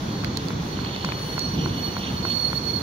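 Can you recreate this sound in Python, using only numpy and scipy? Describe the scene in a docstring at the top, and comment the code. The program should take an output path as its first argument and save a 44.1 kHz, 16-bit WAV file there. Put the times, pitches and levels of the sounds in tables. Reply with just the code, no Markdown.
"""Over a steady low rumble and soft hiss, hard heels trot on the paving of a winter street.
A tram rounds a curve: its wheel flanges rub the rail and ring the wheels' thin modes all the while.
The squeal is a fluttering sine tone with narrow bands of noise; rumble, hiss and treble are shaped noise.
Grit rattles as bursts of tiny decaying sines, heel knocks are short rings, rail snaps short noise cracks.
Two spaced microphones hear it, with the tram to the right."""
import sys
import numpy as np
from scipy import signal
from scipy.fft import rfft, irfft, next_fast_len
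from scipy.io import wavfile
from scipy.ndimage import uniform_filter1d, map_coordinates

SR = 44100
rng = np.random.default_rng(int(sys.argv[2]) if len(sys.argv) > 2 else 0)


def inscribe(sig):
    """Save sig as 16-bit PCM at rate SR to the path in sys.argv[1].

    A 1-D sig is mono; a 2-D sig holds one channel per row.
    Samples are clipped to [-1, 1] before scaling.
    """
    pcm = np.round(np.clip(np.atleast_2d(sig).T, -1, 1) * 32767)
    wavfile.write(sys.argv[1], SR, pcm.astype(np.int16))


N = 124362  # length in samples


def amp(db):
    """Turn decibels into a plain gain."""
    return 10 ** (np.asarray(db) / 20)


def unit(x):
    """Scale a sound to an average strength (rms) of 1."""
    return x / np.sqrt(np.mean(x ** 2) + 1e-20)


def along(points, hz):
    """Read a (frequency, value) curve, with frequency on a log axis as in hearing."""
    f, v = np.transpose(points)
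    return np.interp(np.log(hz + 1), np.log(f + 1), v)


def curves(rows):
    """Join table points with straight lines: one curve for each column after the time."""
    times_s, *columns = np.transpose(rows)
    return [np.interp(np.arange(N) / SR, times_s, column) for column in columns]


def wobble(rate):
    """A smooth random curve through `rate` random points a second (at most 200)."""
    points = rng.standard_normal(int(N * 200 / SR) + 4)
    return map_coordinates(points, [np.arange(N) * min(rate, 200) / SR])


def filtered(x, response):
    """Change the strength and phase of each frequency in x by a response curve."""
    size = next_fast_len(N + SR // 2)  # spare room for tails
    spectrum = rfft(x, size) * response(np.fft.rfftfreq(size, 1 / SR))
    return irfft(spectrum, size)[..., :N]


def sides(pan_db):
    """Left and right gains, pan_db apart, that keep the mean power of the two channels."""
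    gains = amp(np.array([pan_db / 2, -pan_db / 2]))
    return (gains / np.sqrt(np.cosh(pan_db * np.log(10) / 20))).reshape(2, -1)


def band(lo_hz, hi_hz, x):
    """Scale a stereo sound so that its left-right average has rms 1 between two frequencies."""
    return x / np.std(filtered(x.mean(0), lambda f: (f > lo_hz) & (f < hi_hz)))


def rush(spectrum, patchy_db):
    """Wide noise whose strength varies in random patches of time and pitch, shaped by a spectrum."""
    # How alike left and right are: pitch_hz, likeness (1 = same, 0 = unrelated, below 0 = opposed)
    likeness = [(60, 1), (130, 0.98), (290, 0.93), (640, 0.24), (1410, -0.42), (3100, 0.46), (6820, -0.18),
                (15000, 0.035)]
    z = signal.stft(rng.standard_normal((2, N)), nperseg=512)[2]
    patches = uniform_filter1d(rng.standard_normal(z.shape[1:]), 6, 0)
    patches = uniform_filter1d(patches, 10, 1)
    pair = signal.istft(z * amp(patchy_db * unit(patches)), nperseg=512)[1][:, :N]

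    def mid_side_response(hz):
        angle = np.arccos(np.clip(along(likeness, hz), -1, 1)) / 2
        return amp(along(spectrum, hz)) * [np.cos(angle), np.sin(angle)]

    mid, side = filtered(pair, mid_side_response)
    return np.array([mid + side, mid - side])


def rubbed(hz, width_hz, alike):
    """A mode kept ringing by friction noise, rms 1; `alike` is the share common to both channels."""
    def resonance(f):
        return (1j * f * width_hz / (hz * hz - f * f + 1j * f * width_hz)) ** 2

    common, *separate = filtered(rng.standard_normal((3, N)), resonance)
    share = np.clip(alike, 0, 1)
    return unit(np.sqrt(share) * common + np.sqrt(1 - share) * np.array(separate))


def lagged(x, lag_s):
    """Sound from the right reaches the left microphone later, so the left channel is delayed."""
    return filtered(x, lambda f: np.exp(-2j * np.pi * f * lag_s * np.array([[1], [0]])))


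def street():
    """Rolling and traffic rumble, rolling and street hiss and faint treble, all made from noise."""
    # Rumble strength: time_s, level_db
    rumble_level = [(0.0, -29), (0.78, -29.5), (1.0, -31), (1.08, -26.5), (1.1, -30.5), (1.41, -30.5),
                    (1.61, -26), (1.73, -29), (2.53, -31.5), (2.77, -31), (2.82, -29)]
    # Rumble colour: pitch_hz, relative_db_per_hz
    rumble_colour = [(15, -52), (25, -27), (65, -6), (134, -0.5), (194, -1), (240, -5.5), (281, -4.5),
                     (518, -16.5), (600, -56.5), (1320, -120)]
    # Hiss strength before a steady lift of 1.5 dB: time_s, level_db
    hiss_level = [(0.0, -42.5), (0.72, -42), (2.82, -42.5)]
    # Hiss colour: pitch_hz, relative_db_per_hz
    hiss_colour = [(260, -27), (450, -3), (650, -5.5), (1000, -4), (1600, -10.5), (2700, -17),
                   (4200, -12.5), (5200, -18), (6600, -19), (7600, -33), (9000, -117), (16000, -120)]
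    # Hiss balance: pitch_hz, left_over_right_db
    hiss_pan = [(500, 0), (1500, -1), (3000, -7.5), (6000, 4.5)]
    # Treble strength before its random wobble: time_s, level_db
    air_level = [(0.0, -71), (0.44, -71.5), (1.09, -69.5), (1.29, -64.5), (1.58, -70), (2.28, -67),
                 (2.6, -68), (2.82, -69)]
    # Treble colour: pitch_hz, relative_db_per_hz
    air_colour = [(5000, -31), (7000, -3.5), (8300, -5), (10300, -0.5), (15000, -3.5), (16000, 1)]

    rumble = band(56, 330, rush(rumble_colour, patchy_db=1.5))
    rumble = amp(curves(rumble_level)[0]) * rumble * sides(pan_db=-1.2)

    def tilt(f):
        return amp(along(hiss_pan, f) / 2 * np.array([[1], [-1]]))

    hiss = band(500, 2700, filtered(rush(hiss_colour, patchy_db=.6), tilt))
    hiss = amp(curves(hiss_level)[0] + 1.5) * hiss

    air = band(13750, 14950, rush(air_colour, patchy_db=2.1))
    air_db = curves(air_level)[0] + 1.5 * wobble(rate=14)
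    air = amp(air_db) * air * sides(pan_db=1.8)
    return rumble + hiss + air


def snaps():
    """The rail snaps: each dry crack is a quickly fading burst of noise with its own colour."""
    # Each snap: start_s, then peak levels before panning upper_db, low_db, middle_db, treble_db,
    # and left_over_right_db
    snap_list = [(0.2447, -31, -18.5, -21, -30.5, -6), (0.371, -24, -28, -16, -28, -9),
                 (0.4838, -31.5, -30, -23, -41, -10), (0.847, -40, -27, -26, -63, -4),
                 (0.9613, -38, -24, -26, -56, 1), (1.047, -25.5, -24.5, -22, -40, -2),
                 (1.12, -41, -17.5, -44, -58, 3), (1.3918, -19.5, -46, -24, -28.5, -3),
                 (2.299, -33, -32, -38, -52, -2)]
    # Bands in the same order as those levels: from_hz, to_hz
    snap_bands = [(5200, 7000), (800, 3000), (4100, 4700), (9000, 16500)]
    rise_s, t60_s = .0012, .012  # t60: time to fade by 60 dB
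    out, t = np.zeros((2, N + SR)), np.arange(1000) / SR
    filters = [signal.butter(3, edges, "band", fs=SR, output="sos") for edges in snap_bands]
    shape = amp(-60 * t / t60_s) * np.minimum(t / rise_s, 1) ** 2
    for start_s, *levels_db, pan_db in snap_list:
        noise = rng.standard_normal((2, len(t)))
        crack = 0
        for sos, db in zip(filters, levels_db):
            part = signal.sosfilt(sos, noise) * shape
            crack = crack + amp(db) * part / np.abs(part).max(1, keepdims=True)
        out[:, round(start_s * SR):][:, :len(t)] += crack * sides(pan_db)
    return out[:, :N]


def rattle():
    """Grit rattles in bursts: a dense crowd of tiny fading sines, stronger on the right."""
    # Strength of the rattle: time_s, level_db
    rattle_level = [(0.0, -58), (0.47, -50), (0.62, -59), (0.89, -39.5), (1.02, -44), (1.07, -38),
                    (1.15, -48.5), (1.55, -49), (1.58, -39.5), (1.78, -47), (1.81, -44), (1.92, -48),
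                    (2.08, -35), (2.12, -42), (2.24, -48), (2.26, -39), (2.33, -38), (2.35, -52),
                    (2.82, -63)]
    pitch_hz, pitch_spread, ring_cycles = 3264, .14, 5  # spread is on a log scale
    mean_size_db = 2.8  # many small grains, a few large ones
    count = round(1600 * N / SR)  # 1600 grains a second
    place, chance, left_gain = rng.random((count, 3)).T[:, :, None]
    t = np.arange(400) / SR
    hz = pitch_hz * np.exp(pitch_spread * rng.standard_normal((count, 1)))
    size = amp(-mean_size_db * np.log(chance))
    envelope = np.exp(-t * hz / ring_cycles) * (1 - np.exp(-t * hz))
    grains = size * envelope * np.sin(2 * np.pi * hz * t)
    at = (place * N).astype(int) + np.arange(400)
    # Add up all grains; each has a random gain on the left and full gain on the right
    pair = [np.bincount(at.ravel(), (grains * gain).ravel(), N + 400)[:N] for gain in (left_gain, 1)]
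    return amp(curves(rattle_level)[0]) * unit(np.array(pair))


def knocks():
    """Hard heels knock the paving, and one off-rhythm knock at 1.0463 s rings the same way."""
    # Each knock: start_s, peak_db before panning, left_over_right_db
    knock_list = [(.2383, -20, -1), (.5053, -19.5, 1), (.7906, -21, -3), (1.0463, -13.5, -1),
                  (1.0891, -17, 2), (1.3801, -15.5, -1), (1.6599, -15.5, 0), (1.9672, -16, 0),
                  (2.2517, -14, 2), (2.5307, -15.5, 1)]
    # Rings in one knock, lowest first: pitch_hz, relative_db, t60_s (time to fade by 60 dB)
    knock_modes = [(330, -9, .014), (1080, -3, .013), (1400, -1, .011), (2050, -6, .006)]
    out, t = np.zeros((2, N + SR)), np.arange(2000) / SR

    def ring(hz, db, t60):
        return amp(db - 60 * t / t60) * np.sin(2 * np.pi * hz * t)

    low, *upper = knock_modes
    # The upper rings push the opposite way to the low one: a dip, then a thump
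    knock = ring(*low) - sum(ring(*mode) for mode in upper)
    knock = knock * (1 - np.exp(-t / .00012))  # soften the very start
    knock = knock / np.abs(knock).max()
    for start_s, db, pan_db in knock_list:
        out[:, round(start_s * SR):][:, :len(t)] += amp(db) * knock * sides(pan_db)
    return out[:, :N]


def squeal():
    """Flanges rub the rail: one wheel mode sings as a fluttering tone, others ring as narrow noise."""
    # Loudest wheel mode: time_s, level_db
    squeal_level = [(0.0, -56), (0.14, -42), (0.34, -46.5), (0.38, -40.5), (0.41, -52), (0.64, -52.5),
                    (0.72, -38.5), (0.78, -42.5), (0.79, -43), (1.22, -38.5), (1.25, -41.5), (1.46, -29),
                    (1.48, -34.5), (1.63, -41.5), (1.66, -32.5), (1.69, -43.5), (1.82, -40), (1.84, -27.5),
                    (1.95, -47.5), (1.97, -35), (2.14, -43), (2.18, -30.5), (2.21, -52), (2.23, -32),
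                    (2.33, -25.5), (2.36, -31.5), (2.43, -22), (2.49, -28), (2.51, -36), (2.54, -26.5),
                    (2.58, -21.5), (2.61, -67), (2.65, -38), (2.68, -23.5), (2.73, -36), (2.76, -23),
                    (2.82, -38)]
    # Balance of the loudest mode: time_s, left_over_right_db
    squeal_pan = [(0.0, -6), (0.78, -13), (1.31, 6), (1.35, -8.0), (2.14, -8), (2.28, -11), (2.82, -14.5)]
    # Other modes: time_s, low_mode_db, rail_mode_db, middle_mode_db, high_modes_db
    # (high_modes_db is before the parts that follow the loudest mode and wobble)
    neighbour_levels = [(0.0, -60, -50, -51.5, -64), (0.29, -65, -55, -56, -68), (0.42, -71, -49, -56, -67),
                        (0.67, -60, -52, -54, -65), (0.99, -51, -50, -57, -67.5),
                        (1.23, -47, -55, -49.5, -60), (1.49, -48.5, -55, -44.5, -64.5),
                        (1.8, -46, -48, -46.5, -58), (2.17, -49, -57, -48.5, -64.5),
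                        (2.42, -57, -53, -50, -59), (2.82, -64, -51, -50, -58.5)]
    # High wheel modes: pitch_hz, width_hz, relative_db
    high_modes = [(7348, 90, -6), (8890, 110, -5), (10470, 200, -3), (12036, 120, -1), (12580, 240, -4),
                  (13600, 130, -3), (15180, 300, -3)]
    pitch_hz, waver_hz = 4333, 17
    flutter_db, flutter_rate = 1.6, 90  # rate in random points a second
    echo_s, skirt_db = 0.17, -3.5  # the reflections smear the level over echo_s
    high_follow = .25  # dB the high modes move for each dB of the loudest mode

    phase = 2 * np.pi * np.cumsum(pitch_hz + waver_hz * wobble(rate=45)) / SR
    tone = unit(np.sin(phase) * amp(flutter_db * wobble(flutter_rate)))
    level_db, = curves(squeal_level)
    level = amp(level_db)
    main = level * tone * sides(curves(squeal_pan)[0])

    # A skirt of narrow noise around the tone
    smeared = uniform_filter1d(level, round(echo_s * SR))
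    skirt = smeared * amp(skirt_db) * rubbed(pitch_hz, width_hz=70, alike=0.17) * sides(pan_db=-13)

    low_db, rail_db, middle_db, high_db = curves(neighbour_levels)
    near = amp(low_db) * rubbed(hz=2966, width_hz=38, alike=0.96)
    near = near + amp(middle_db) * rubbed(hz=5824, width_hz=100, alike=0.078)
    near = near + amp(rail_db) * rubbed(hz=3440, width_hz=110, alike=0.52)  # ring of the rail

    high = 0
    for hz, width_hz, db in high_modes:
        high = high + amp(db + 3.5 * wobble(rate=14)) * rubbed(hz, width_hz, alike=0.27)
    high = high * amp(high_db + high_follow * (level_db - level_db.mean()))
    return main + skirt + near * sides(pan_db=-5) + high * sides(pan_db=1)


def scene():
    """Add the sources; the left channel lags less for the knocks, as the heels are nearer the middle."""
    background = street() + snaps()
    tram = lagged(rattle() + squeal(), lag_s=12 / 44100)
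    paving = lagged(knocks(), lag_s=6.5 / 44100)
    return background + tram + paving


def record(dry):
    """Keep only frequencies below a sharp upper limit."""
    return filtered(dry, lambda hz: hz < 15740)


dry = scene()
out = record(dry)
inscribe(out)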